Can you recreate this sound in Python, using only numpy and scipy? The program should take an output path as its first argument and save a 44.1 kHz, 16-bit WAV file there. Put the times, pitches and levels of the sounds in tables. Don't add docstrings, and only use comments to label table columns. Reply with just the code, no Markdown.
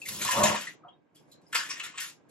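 import sys
import numpy as np
from scipy import signal
from scipy.fft import rfft, irfft, next_fast_len
from scipy.io import wavfile
from scipy.ndimage import uniform_filter1d, map_coordinates

SR = 44100
rng = np.random.default_rng(int(sys.argv[2]) if len(sys.argv) > 2 else 0)


def to_wav(s):
    ch = np.atleast_2d(s).T
    pcm = np.round(np.clip(ch, -1, 1) * 32767)
    wavfile.write(sys.argv[1], SR, pcm.astype(np.int16))


def gain_from_db(level_db):
    decades = np.asarray(level_db, float) / 20
    return 10 ** decades


N = 101429


def unit(x):
    return x / np.sqrt(np.mean(x ** 2) + 1e-20)


def along(points, hz):
    point_hz, value = np.transpose(points)
    return np.interp(np.log(hz + 1), np.log(point_hz + 1), value)


def curves(rows):
    time_s, *columns = np.transpose(rows)
    return [np.interp(np.arange(N) / SR, time_s, column) for column in columns]


def filtered(x, response):
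    size = next_fast_len(N + SR // 2)
    spectrum = rfft(x, size) * response(np.fft.rfftfreq(size, 1 / SR))
    return irfft(spectrum, size)[..., :N]


def spray(per_s, spread_db, share):
    chance, size = rng.random(N), rng.exponential(1, N)
    sign_noise, hiss = rng.standard_normal((2, N))
    clicks = (chance < per_s / SR) * gain_from_db(spread_db * np.minimum(size, 4)) * np.sign(sign_noise)
    share = np.clip(share, 0, 1)
    return np.sqrt(share) * unit(clicks) + np.sqrt(1 - share) * hiss


def patchy(x, patchy_db):
    z = signal.stft(x, nperseg=256)[2]
    field = uniform_filter1d(rng.standard_normal(z.shape), 4, 0)
    field = uniform_filter1d(field, 6, 1)
    gain = gain_from_db(patchy_db * unit(field))
    return unit(signal.istft(z * gain, nperseg=256)[1][:N])


def body(peaks):
    def response(f):
        return sum((-1) ** k * gain_from_db(db) * 1j * f * width / (hz * hz - f * f + 1j * f * width)
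                   for k, (hz, width, db) in enumerate(peaks))
    return response


def fizz(colour):
    grains = spray(per_s=2800, spread_db=6.5, share=0.34)
    return patchy(filtered(grains, lambda hz: gain_from_db(along(colour, hz))), patchy_db=2.8)


def hair():
    # time [s], fizz level [dB], dullness [0-1].
    grip_rows = [(.04, -58.5, 0.03), (.08, -42, 0.02), (.19, -39, 0.07), (.24, -35.5, 0.32),
                 (.42, -33.5, 0.61), (.46, -30.5, 0.38), (.58, -39.5, 1), (.66, -48.5, 0.54),
                 (.74, -63, 0.6), (.8, -106, 0.47), (1.22, -92, 0), (1.3, -75, 0.02), (1.4, -90.5, 0.1),
                 (1.51, -72.5, 0), (1.56, -34.5, 0.93), (1.68, -47, 0.75), (1.88, -52, 1), (1.94, -60, 1),
                 (2.02, -38.5, 0.64), (2.1, -51, 0.23), (2.2, -88, 0.1)]
    # start [s], level [dB], rise [s], t60 [s], dullness [0-1].
    squelch_rows = [(0.086, -27.5, 0.0013, .06, 0.2), (0.213, -27.5, 0.0028, 0.16, 0.6),
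                    (0.249, -23.5, 0.00084, 0.02, 0.2), (.054, -38.5, 0.0017, .08, 0.01),
                    (.017, -43.5, 0.0013, .05, 0), (0.882, -75, 0.0021, .06, 0),
                    (0.276, -26.5, 0.0017, 0.098, 1), (0.306, -24.5, 0.0053, 0.21, 0.5),
                    (0.435, -18, 0.00066, 0.067, 0.6), (0.445, -24.5, .001, 0.024, 0.1),
                    (0.457, -27, 0.00082, 0.23, 0.8), (0.551, -31.5, 0.0039, .15, 0.92),
                    (0.608, -35.5, 0.0013, 0.096, 0.34), (0.667, -35.5, 0.0075, 0.102, 0.93),
                    (1.146, -56.5, 0.01, 0.24, 0.12), (1.316, -54, 0.00085, 0.12, 0),
                    (1.413, -71.5, 0.0028, 0.21, 0), (1.465, -69.5, 0.0073, 0.18, 0.3),
                    (1.526, -29.5, 0.0038, .05, 0.74), (1.545, -25.5, 0.0021, .2, 0.66),
                    (1.691, -25, 0.021, 0.13, 0.76), (1.796, -31.5, 0.003, 0.05, 0.92),
                    (1.831, -33.5, 0.0052, 0.2, 0.84), (1.975, -28.5, 0.0064, 0.09, 0.99),
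                    (1.999, -33, 0.0032, 0.2, 0.08), (2.287, -59.5, 0.011, 0.31, 0)]
    # frequency [Hz], density [dB per Hz].
    thin_colour = [(500, -36.5), (1000, -22), (3000, -5.5), (7300, 0.5), (9000, 1), (11000, -2.5),
                   (13500, -7), (15800, -12)]
    # frequency [Hz], density [dB per Hz].
    fat_colour = [(350, -44), (700, -24), (1100, -5.5), (1800, 1), (3000, -0.5), (5000, -13), (8200, -2.5),
                  (9500, -49.5)]
    thin, fat = fizz(thin_colour), fizz(fat_colour)
    grip_db, dull = curves(grip_rows)
    dull = np.clip(dull, 0, 1)
    power = gain_from_db(2 * grip_db) * np.array([1 - dull, dull])
    for start_s, db, rise_s, t60_s, dullness in squelch_rows:
        t = np.maximum(np.arange(N) / SR - start_s, 0)
        envelope = gain_from_db(db - 60 * t / t60_s) * (1 - np.exp(-t / rise_s))
        power += envelope ** 2 * np.clip([[1 - dullness], [dullness]], 0, 1)
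    return np.sqrt(power[0]) * thin + np.sqrt(power[1]) * fat


def drops():
    # start [s], level [dB], pitch [Hz], t60 [s], width [Hz].
    drop_rows = [(.016, -35, 2586, 0.047, 304), (.053, -35.5, 2062, 0.16, 450.8),
                 (1.15, -66, 5010, 0.18, 1480), (.213, -26.5, 2240, 0.024, 600),
                 (.253, -16, 1060, 0.031, 180), (.274, -25.5, 1750, 0.047, 700),
                 (.289, -14.5, 1033, 0.044, 200.4), (.305, -24, 1750, 0.065, 700),
                 (.353, -23, 975, 0.055, 150), (.370, -12.5, 1150, 0.028, 250),
                 (.372, -23, 620, 0.026, 120), (.379, -18.5, 992, .05, 150),
                 (0.433, -16.5, 6900, 0.085, 1802), (.412, -21, 1100, 0.069, 250),
                 (.436, -13.5, 612, .07, 70.1), (.452, -9.5, 2497, 0.015, 700),
                 (.544, -26.5, 1120, 0.048, 300), (.668, -32.5, 1963, 0.077, 400),
                 (.834, -45.5, 1250, 0.082, 500), (.846, -46, 703, .2, 318), (.848, -48.5, 1150, 0.11, 500),
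                 (.868, -48, 1050, 0.081, 500), (.883, -47.5, 3080, 0.048, 600),
                 (.929, -66.5, 3690, 0.079, 200), (1.16, -52, 3250, 0.058, 450),
                 (1.314, -54.5, 3980, 0.16, 400), (1.465, -58, 5030, 0.049, 400),
                 (1.529, -27.5, 1700, 0.043, 1200), (1.548, -24.5, 1300, 0.087, 1300),
                 (1.552, -27.5, 4800, 0.16, 1200), (1.59, -35, 1700, 0.28, 700),
                 (1.698, -31.5, 5490, 0.14, 2225), (1.701, -32, 1130, 0.056, 250),
                 (1.768, -38.5, 1900, 0.068, 500), (1.8, -24, 2615, 0.029, 1504),
                 (1.805, -42.5, 1161, 0.049, 120), (1.833, -41.5, 1900, 0.16, 1000),
                 (1.94, -47.5, 1200, 0.098, 500), (1.978, -38, 1055, 0.062, 300),
                 (2.008, -36, 1864, 0.15, 900)]
    pitch_rise, attack_s = 0.039, 0.0025
    clear_hz, roughest = 300, 1.5
    out = np.zeros(N + SR)
    t = np.arange(SR // 4) / SR
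    for start_s, db, hz, t60_s, width_hz in drop_rows:
        in_phase, quadrature = map_coordinates(
            rng.standard_normal(4000), [np.array([t, t + 1]) * width_hz], order=1)
        phase = 2 * np.pi * hz * t * (1 + pitch_rise * t / t60_s)
        rough = min(width_hz / clear_hz, roughest)
        ring = (1 + rough * in_phase) * np.sin(phase) + rough * quadrature * np.cos(phase)
        ring /= np.hypot(1, rough)
        envelope = gain_from_db(db - 60 * t / t60_s) * (1 - np.exp(-t / attack_s))
        out[round(start_s * SR):][:len(t)] += envelope * ring
    return out[:N]


def tub():
    # time [s], level [dB], depth of the low drum [dB].
    pour_rows = [
        (0.05, -76.5, 9.5),
        (0.09, -53.5, -5.5),
        (0.13, -53, 2),
        (0.286, -43.5, -9),
        (0.292, -46, -28),
        (0.326, -37.5, -20),
        (0.386, -21, -14),
        (0.55, -31, -14),
        (0.66, -82.5, -41),
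    ]
    # centre [Hz], width [Hz], level [dB].
    hollow_peaks = [(588, 76, 3.5), (1057, 110, 3)]
    # centre [Hz], width [Hz], level [dB].
    drum_peaks = [(107, 23, 4), (152.7, 97, -5), (210.2, 13, 6.5), (381.2, 98, -8.5)]
    level_db, drum_db = curves(pour_rows)
    t = np.arange(N) / SR
    on = (t > pour_rows[0][0]) * gain_from_db(-250 * np.maximum(t - pour_rows[-1][0], 0))
    hollow, drum = [unit(filtered(spray(per_s=350, spread_db=3, share=0.65), body(peaks)))
                    for peaks in (hollow_peaks, drum_peaks)]
    return on * gain_from_db(level_db - 4.5) * (hollow + gain_from_db(drum_db + 8.5) * drum)


def room(x):
    # frequency [Hz], t60 [s].
    tile_decay = [(150, 0.32), (2000, 0.15), (10000, 0.19)]
    hz, t, z = signal.stft(rng.standard_normal((2, SR // 2)), SR, nperseg=256)
    decay = gain_from_db(-60 * t / along(tile_decay, hz)[:, None])
    tail = signal.istft(z * decay, SR, nperseg=256)[1]
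    delayed = np.pad(x, (90, 0))[None]
    return signal.fftconvolve(delayed, tail / np.linalg.norm(tail[0]), axes=1)[:, :N]


def air():
    # time [s], level [dB].
    air_rows = [(0, -62), (.3, -58), (.8, -62), (1.05, -70), (1.15, -68), (1.3, -62.5), (1.48, -64.5),
                (1.6, -59.5), (1.9, -61), (2.0, -64), (2.3, -63.5)]
    # frequency [Hz], density [dB per Hz].
    tone_colour = [(18, -66), (30, -23.5), (143, -5.5), (511, -6.5), (1140, -17), (1560, -32.5),
                   (2250, -25), (3150, -31.5), (15000, -64.5)]
    # centre [Hz], width [Hz], level [dB].
    fan_peaks = [(153, 12, 6), (302, 16, 7), (1600, 67, 18.5)]
    level_db, = curves(air_rows)
    noise = rng.standard_normal((2, N))
    pair = filtered(noise, lambda hz: gain_from_db(along(tone_colour, hz)) * (1 + np.abs(body(fan_peaks)(hz))))
    common, opposed = [patchy(p, patchy_db=2) for p in pair]
    return gain_from_db(level_db) * np.array([common + 0.6 * opposed, common - 0.94 * opposed])


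def scene():
    # frequency [Hz], left lead [half-turns].
    twist = [(100, 0), (2000, .3), (5000, .45), (7800, .55), (8600, 1), (9350, 1), (10900, 2), (12600, 2),
             (13600, 3), (15100, 3), (15350, 4), (16000, 4)]
    # start [s], length [s].
    snap_rows = [(.055, .012), (.225, .03), (.432, .014), (.605, .018), (1.15, .035), (1.31, .02),
                 (1.41, .05), (1.525, .05), (1.685, .055), (1.82, .03), (1.95, .07), (2.09, .05), (0, .04)]
    # frequency [Hz], level [dB].
    diffuse = [(60, -14), (200, -6), (1000, 0), (5000, 1), (7500, -4), (8400, -45)]
    lean_db, lean_ends_hz, snap_shift_half_turns = 2, (7000, 8500), 0.3
    water = hair() + drops() + tub()
    side = np.array([[0.5], [-0.5]])
    t = np.arange(N) / SR
    snap = sum(1.0 * (t > start_s) * (t < start_s + length_s) for start_s, length_s in snap_rows)
    snap = uniform_filter1d(snap, size=200)

    def lean(hz):
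        return gain_from_db(side * np.interp(hz, lean_ends_hz, [lean_db, 0]))

    def ports(shift):
        def response(hz):
            half_turns = along(twist, hz) - np.interp(hz, lean_ends_hz, [0, shift])
            return lean(hz) * np.exp(1j * np.pi * side * half_turns)
        return response

    near = filtered(water * (1 - snap), ports(0))
    near += filtered(water * snap, ports(snap_shift_half_turns))
    far = filtered(room(water), lambda hz: lean(hz) * gain_from_db(along(diffuse, hz)))
    return near + far + air()


def masked(x):
    # frequency [Hz], level [dB].
    mask_bar = [(8700, -24.5), (10000, -20.5), (13000, -15), (14500, -15.5), (15600, -8)]
    mask_from_hz, top_hz, heard_db = 8700, 15900, -114
    sum_diff = np.array([x[0] + x[1], x[0] - x[1]]) / 2
    hz, _, z = signal.stft(sum_diff, SR, nperseg=2048)
    band = np.sqrt(np.abs(uniform_filter1d(np.abs(z) ** 2, size=9, axis=1)))
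    mid_range = (hz > 1500) & (hz < 6000)
    masker = np.sqrt(np.mean(band[:, mid_range] ** 2, axis=(0, 1)))
    bar = gain_from_db(along(mask_bar, hz))[:, None] * masker + gain_from_db(heard_db)
    keep = (band > bar) | (hz < mask_from_hz)[:, None]
    z = z * keep * (hz < top_hz)[:, None]
    mid, side = signal.istft(z, SR, nperseg=2048)[1][:, :N]
    return np.array([mid + side, mid - side])


def roll_off(x):
    return signal.sosfilt(signal.butter(12, 15960, fs=SR, output="sos"), x)


def record(dry):
    low_cut_hz = 45
    mix = filtered(masked(dry), lambda hz: (1j * hz / (low_cut_hz + 1j * hz)) ** 2)
    return roll_off(mix)


dry = scene()
out = record(dry)
to_wav(out)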